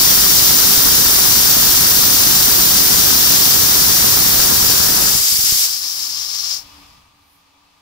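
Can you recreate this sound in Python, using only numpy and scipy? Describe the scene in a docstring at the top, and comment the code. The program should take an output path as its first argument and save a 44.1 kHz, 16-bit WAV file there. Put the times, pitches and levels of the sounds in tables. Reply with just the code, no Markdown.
"""Air hisses from the drain valve of a workshop compressor, held open by a gloved hand.
Close up, the jet overloads the stereo microphone: one-sided pops crowd into a low roar, then thin out
as the microphone backs away. The hand throttles the valve and screws it shut.
A last seep of air fades and leaves the drone of machines further off in the workshop."""
import sys
import numpy as np
from scipy import signal
from scipy.fft import rfft, irfft, next_fast_len
from scipy.io import wavfile
from scipy.ndimage import map_coordinates

SR = 44100
rng = np.random.default_rng(int(sys.argv[2]) if len(sys.argv) > 2 else 0)


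def generate_wav(sig):
    """Save sig (samples, or channels by samples) to the path in sys.argv[1] as 16-bit PCM at SR."""
    pcm = np.round(np.clip(np.atleast_2d(sig).T, -1, 1) * 32767).astype(np.int16)
    wavfile.write(sys.argv[1], SR, pcm)


N = 344419
TIME_S = np.arange(N) / SR
SHUT_S, SHUT_TAKES_S = 6.55, 0.12  # the last turn seats the valve

# The hand throttles the valve in two turns: time_s, opening (1 wide, 0 a slit)
VALVE_OPENING = [(5.63, 1), (5.68, 0.21), (5.8, 0.04), (6.03, .05), (6.13, 0)]
# The microphone backs away from the valve: time_s, distance (0 close, 1 far)
MIC_DISTANCE = [(3.9, 0), (4.4, 0.17), (5.03, 0.56), (5.2, 0.89), (6.0, 1), (6.6, 0.76)]
# Brief dips and swells of the throttled hiss: peak_s, half_length_s, gain_db
HISS_SWELLS = [(5.9, 0.048, 0.5), (6.125, .025, -2), (6.26, 0.013, -1.5), (6.5, 0.055, 1)]
def jet(drain_db_per_s=0.25):
    """Escaping air changes colour with distance and throttling, and weakens as the tank empties."""
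    opening, = curves(VALVE_OPENING)
    distance, = curves(MIC_DISTANCE)
    depth_db = 0.38 + 0.29 * distance + 0.26 * (1 - opening)
    swells_db = sum(db * swell(s, half, half) for s, half, db in HISS_SWELLS)
    flutter_db = depth_db * (wobble(14) + wobble(60)) + swells_db
    wide = np.sqrt(1 - distance) * close_jet(flutter_db) + np.sqrt(distance) * far_jet(flutter_db)
    air = np.sqrt(opening) * wide + np.sqrt(1 - opening) * throttled_jet(flutter_db)
    pressure = amp(-drain_db_per_s * TIME_S)
    return casting_echoes(air, distance) * pressure * fade(SHUT_S, SHUT_TAKES_S) ** 2


# The open jet, microphone close to the valve: freq_hz, left_db, right_db
CLOSE_SPECTRUM = [(200, -39.5, -45), (1000, -22.5, -20), (2200, -14, -17.5), (2890, -10, -13),
                  (4020, -4.5, -10), (5300, -1.5, -8.5), (5820, 0.15, -7.5), (7000, -3.5, -8),
                  (8100, -8, -11), (10000, -8, -8.5), (11100, -9, -7.5), (12980, -5, 2), (15800, -8.5, -5)]
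# Peaks and notches of the outlet pipe and nearby castings: centre_hz, width_hz, left_db, right_db
CLOSE_RESONANCES = [(4048, 73, 0.5, -7), (4415, 56, -5, 2.5), (4506, 42, 6.5, 0.5), (4870, 50, -0.5, -3),
                    (5017, 65, 6.5, -3), (5320, 58, -1.5, -2.5), (5390, 90, 3, -4.5), (5580, 61, 3.5, 2),
                    (6300, 160, 0, -3), (6440, 50, -8.5, -6), (7494, 160, 0, -0.7), (12150, 160, -1, 2),
                    (12700, 280, -4.5, -8), (14083, 160, 1.5, 2.5), (14772, 99, 0, 11),
                    (15246, 90, 1.5, -3)]
def close_jet(flutter_db):
    """The wide-open valve at close range: a bright hiss coloured by the pipe."""
    air = turbulence(CLOSE_SPECTRUM, CLOSE_RESONANCES, shared=0.39, lag_ms=0.2023)
    return balance(air, hiss_db=-13 + flutter_db, hiss_pan_db=6, sizzle_db=-10.5, sizzle_pan_db=-3.5)


# The open jet, microphone further back: freq_hz, left_db, right_db
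FAR_SPECTRUM = [(200, -41, -36.5), (1000, -19.5, -29.5), (2200, -18.5, -17.8), (3080, -12, -18),
                (4200, -7.5, -13), (5050, 2, -13.5), (6300, -4, -12.5), (7500, -2.5, -11),
                (9000, -14, -10.5), (10600, -12.5, -9.5), (11700, -9.5, -5), (12700, -13, -6),
                (14200, -10.4, -5.0), (15650, -12, -8)]
def far_jet(flutter_db):
    """The same air from further back: softer, without the pipe's narrow peaks."""
    air = turbulence(FAR_SPECTRUM, [], shared=0.35, lag_ms=0.199)
    return balance(air, hiss_db=-14.5 + flutter_db, hiss_pan_db=7, sizzle_db=-14, sizzle_pan_db=-4)


# The nearly shut valve, microphone well back: freq_hz, left_db, right_db
THROTTLED_SPECTRUM = [(150, -36, -34), (450, -33.5, -38.5), (1110, -18, -30), (1600, -28, -21),
                      (2200, -19, -23.5), (3200, -18, -15), (4200, -6, -14), (5200, 0, -12.5),
                      (6400, -7, -16), (7300, -7, -18.7), (8000, -20, -19.5), (10000, -18, -13),
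                      (13000, -20, -6), (15500, -17.5, -6.5)]
# Its pipe and casting peaks and notches: centre_hz, width_hz, left_db, right_db
THROTTLED_RESONANCES = [(3300, 90, 5.5, -10), (3770, 50, -3.3, -5), (4100, 43, -7, 3.9),
                        (5125, 41, 9.5, -4), (5300, 90, 0.5, -6), (5760, 77, 8, 2), (6589, 90, -6, 0),
                        (7623, 90, -2, 2)]
def throttled_jet(flutter_db):
    """Air squeezed through a slit makes a thinner, quieter hiss."""
    air = turbulence(THROTTLED_SPECTRUM, THROTTLED_RESONANCES, shared=0.56, lag_ms=0.2)
    return balance(air, hiss_db=-20.5 + flutter_db, hiss_pan_db=10.7, sizzle_db=-28.5, sizzle_pan_db=-3)


def turbulence(spectrum, resonances, shared, lag_ms):
    """Jet noise shaped by the outlet; it reaches the microphone's left port first."""
    def response(hz):
        ripple_db = sum(np.array([[left], [right]]) * np.exp(-((hz - centre) / width) ** 2)
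                        for centre, width, left, right in resonances)
        return amp(along(spectrum, hz) + ripple_db) * lagged(hz, lag_ms)
    return unit(filtered(noise_pair(shared), response))


def balance(air, hiss_db, hiss_pan_db, sizzle_db, sizzle_pan_db, split_hz=8760):
    """Sets level and pan for the hiss below the split and the sizzle above it."""
    hiss = filtered(air, lambda hz: 1 / (1 + (hz / split_hz) ** 20))
    return placed(hiss, hiss_db, hiss_pan_db) + placed(air - hiss, sizzle_db, sizzle_pan_db)


# Reflections from the castings to the microphone: close_delay_ms, far_delay_ms, left_db, right_db
CASTING_REFLECTIONS = [(.8, 0.59, -40.5, -34.5), (1.72, 1.3, -40, -22), (2.15, 1.8, -25.5, -27),
                       (3.7, 3.4, -19, -19.5), (5.4, 5.2, -18, -20.5)]
def casting_echoes(air, distance):
    """Echoes off the machine comb the hiss; the combs slide as the microphone moves."""
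    heard = air.copy()
    for close_ms, far_ms, left_db, right_db in CASTING_REFLECTIONS:
        delay_ms = close_ms + (far_ms - close_ms) * distance
        earlier = np.arange(N) - delay_ms * SR / 1000
        echo = [map_coordinates(port, [earlier], order=2) for port in air]
        heard += amp([[left_db], [right_db]]) * echo
    return heard


# The roar of the microphone standing in the jet: freq_hz, level_db
ROAR_SPECTRUM = [(15, -10.5), (40, -3), (120, -0.5), (250, .5), (400, -0.45), (700, -1), (1000, -2.5),
                 (1500, -5), (2200, -8), (4000, -32), (9000, -71.5)]
def overload_roar(full_db=-23.5, full_pops_per_s=2580, edge_share=0.12, right_cut_hz=310):
    """Random downward pops merge into a low roar; their rate and loudness follow the overload."""
    overload = edge_share + (1 - edge_share) * fade(5.04, 0.21)  # out to the edge of the jet
    overload *= fade(5.48, 0.18)  # then clear of it
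    chance = np.clip(full_pops_per_s * overload, 1, SR) / SR
    sizes = amp(2.5 * rng.standard_normal(N) + 1.77 * rng.standard_normal((2, N)))
    hits = (rng.random(N) < chance) * sizes
    kicks = (chance * sizes.mean() - hits) / np.sqrt(chance)  # steady pressure is not picked up
    def response(hz):
        dull_right = 1 + 1j * hz * np.array([[0], [1 / right_cut_hz]])
        return amp(along(ROAR_SPECTRUM, hz)) * lagged(hz, lag_ms=0.52) / dull_right
    filter_rms = np.sqrt(np.mean(np.abs(response(np.fft.rfftfreq(N, 1 / SR))) ** 2))
    level = overload * amp(full_db - 0.07 * wobble(13))
    return filtered(kicks * level, response) / filter_rms


# Single loud pops as the microphone leaves the jet: start_s, level_db
EDGE_POPS = [(5.152, -14.5), (5.206, -23), (5.325, -23), (5.345, -25), (5.391, -19.5), (5.44, -27),
             (5.493, -27), (5.524, -15), (5.5555, -28)]
def overload_pops(snap_s=0.00028, sag_s=0.0011, sag_gain=0.52, right_snap_gain=0.17, low_cut_hz=22):
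    """Each pop is a sharp dip and a slower recovery, duller at the right port."""
    t = np.arange(SR // 20) / SR
    dip = lambda life_s: -t / life_s * np.exp(1 - t / life_s)
    shape = np.array([[1], [right_snap_gain]]) * dip(snap_s) + sag_gain * dip(sag_s)
    kicks = np.zeros(N)
    for start_s, level_db in EDGE_POPS:
        kicks[round(start_s * SR)] = amp(level_db)
    pops = signal.fftconvolve(kicks[None], shape, axes=1)[:, :N]
    return filtered(pops, lambda hz: 1j * hz / (low_cut_hz + 1j * hz) * lagged(hz, lag_ms=0.6))


# Hiss at the valve seat, left of the microphone: freq_hz, left_db, right_db
SEEP_HISS_SPECTRUM = [(1500, -25, -24), (3000, -1.5, -10), (4200, -4, -16), (5100, 4.5, -10),
                      (6000, -5, -14.5), (7500, -13, -15), (10000, -27.5, -26), (15000, -45, -46.5)]
# Its high sizzle, to the right: freq_hz, left_db, right_db
SEEP_SIZZLE_SPECTRUM = [(5010, -35, -35), (8500, -9, -8), (10500, -9, 2), (12500, -12, 2.5),
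                        (15500, -17.5, -2)]
def seep(hiss_db=-45.5, sizzle_db=-53, wisp_db=-62, decay_db_per_s=32, seal_s=6.97):
    """A thin leak dies away until the seat is pressed tight; one more wisp as the hand lets go."""
    seated = 1 - fade(SHUT_S, SHUT_TAKES_S)
    age_s = np.maximum(TIME_S - SHUT_S, 0)
    leak = seated * amp(-decay_db_per_s * age_s) * fade(seal_s, 0.07)
    wisp = amp(wisp_db) * swell(peak_s=7.35, rise_s=0.14, fall_s=0.065)
    hiss = amp(hiss_db) * leak * rush(SEEP_HISS_SPECTRUM, shared=0.1)
    sizzle = (amp(sizzle_db) * leak + wisp) * rush(SEEP_SIZZLE_SPECTRUM, shared=0.1)
    return hiss + sizzle


# Drone and rumble of machines across the workshop: freq_hz, level_db
DRONE_SPECTRUM = [(100, -17), (200, -11), (420, -10.5), (650, -7.5), (900, -0.5), (1050, -1.5), (1190, 0),
                  (1380, -9), (2100, -9), (2500, -6.5), (3000, -7.5), (4700, -7.5), (8000, -18),
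                  (15500, -22)]
RUMBLE_SPECTRUM = [(15, -12), (45, -5.5), (78, 0.5), (130, -8.5), (250, -14.5), (700, -50.5)]
# Narrow resonances, with levels relative to the drone: centre_hz, width_hz, level_db
DRONE_RESONANCES = [(171.6, 14, -16.5), (287.3, 12, -9.5), (852, 40, -17), (946, 25, -16.5), (1192, 41, -7),
                    (2330, 22, -15), (2565, 80, -13), (3420, 40, -16.5)]
# Drone and rumble at the microphone hold, then sink: time_s, level_db
DRONE_FADE = [(6.82, -49.5), (7.14, -59)]
RUMBLE_FADE = [(6.95, -55.5), (7.3, -68)]
def workshop(lean_db=0.8):
    """Distant machines drone, hum and rumble; the whole background sinks soon after the valve is shut."""
    def resonances(hz):
        response = 0
        for centre_hz, width_hz, level_db in DRONE_RESONANCES:
            detune = (hz - centre_hz) / width_hz
            peak = amp(level_db) * np.sqrt(SR / np.pi / width_hz)  # same power at any width
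            response += peak / (1 + 2j * detune) / (1 + (detune / 3) ** 2)
        return response
    hum = filtered(noise_pair(shared=0.65), resonances)
    drone = (rush(DRONE_SPECTRUM, shared=0.11) + hum) * amp([[lean_db], [-lean_db]])
    rumble = rush(RUMBLE_SPECTRUM, shared=0.93)
    return amp(curves(DRONE_FADE)) * drone + amp(curves(RUMBLE_FADE)) * rumble


def amp(db):
    """Decibels to amplitude."""
    return 10 ** (np.asarray(db) / 20)


def unit(x):
    """Scaled to rms 1."""
    return x / np.sqrt(np.mean(x ** 2) + 1e-20)


def along(spectrum, hz):
    """Each column after the frequency, read on a log axis."""
    freqs, *columns = np.transpose(spectrum)
    return np.array([np.interp(np.log(hz + 1), np.log(freqs + 1), column) for column in columns])


def curves(rows):
    """One value per sample for each column after the time."""
    times, *columns = np.transpose(rows)
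    return [np.interp(TIME_S, times, column) for column in columns]


def fade(start_s, length_s):
    """1 until the start, then straight down to 0."""
    return np.clip(1 - (TIME_S - start_s) / length_s, 0, 1)


def swell(peak_s, rise_s, fall_s):
    """A smooth bump of height 1."""
    t = TIME_S - peak_s
    return np.exp(-(t / np.where(t < 0, rise_s, fall_s)) ** 2)


def wobble(knots_per_s):
    """A smooth random curve."""
    knots = rng.standard_normal(int(N * knots_per_s / SR) + 4)
    return map_coordinates(knots, [TIME_S * knots_per_s])


def filtered(x, response):
    """x through a complex frequency response."""
    size = next_fast_len(N + SR // 4)
    return irfft(rfft(x, size) * response(np.fft.rfftfreq(size, 1 / SR)), size)[..., :N]


def lagged(hz, lag_ms):
    """Response of the two ports when the right one hears later."""
    return np.exp(-2j * np.pi * hz * np.array([[0], [lag_ms]]) / 1000)


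def noise_pair(shared):
    """White noise at two ports, with a share of its power in common."""
    white = rng.standard_normal((3, N))
    return np.sqrt(shared) * white[0] + np.sqrt(1 - shared) * white[1:]


def rush(spectrum, shared):
    """Coloured stereo noise whose centre has rms 1."""
    pair = filtered(noise_pair(shared), lambda hz: amp(along(spectrum, hz)))
    return pair / pair.mean(axis=0).std()


def placed(pair, level_db, pan_db):
    """A noise pair set to a level, its left side pan_db above its right."""
    sides = unit(amp(np.array([[pan_db], [-pan_db]]) / 2))
    return pair / pair.std(axis=1, keepdims=True) * sides * amp(level_db)


def scene():
    """The valve and the overloaded microphone in front, the workshop behind."""
    return jet() + overload_roar() + overload_pops() + seep() + workshop()


def record(dry):
    """The tallest peaks clip at full scale; nothing is kept above the band limit."""
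    top_hz, slope_width_hz = 15730, 100
    return filtered(np.clip(dry, -1, 1), lambda hz: np.clip((top_hz - hz) / slope_width_hz + 0.5, 0, 1))


dry = scene()
out = record(dry)
generate_wav(out)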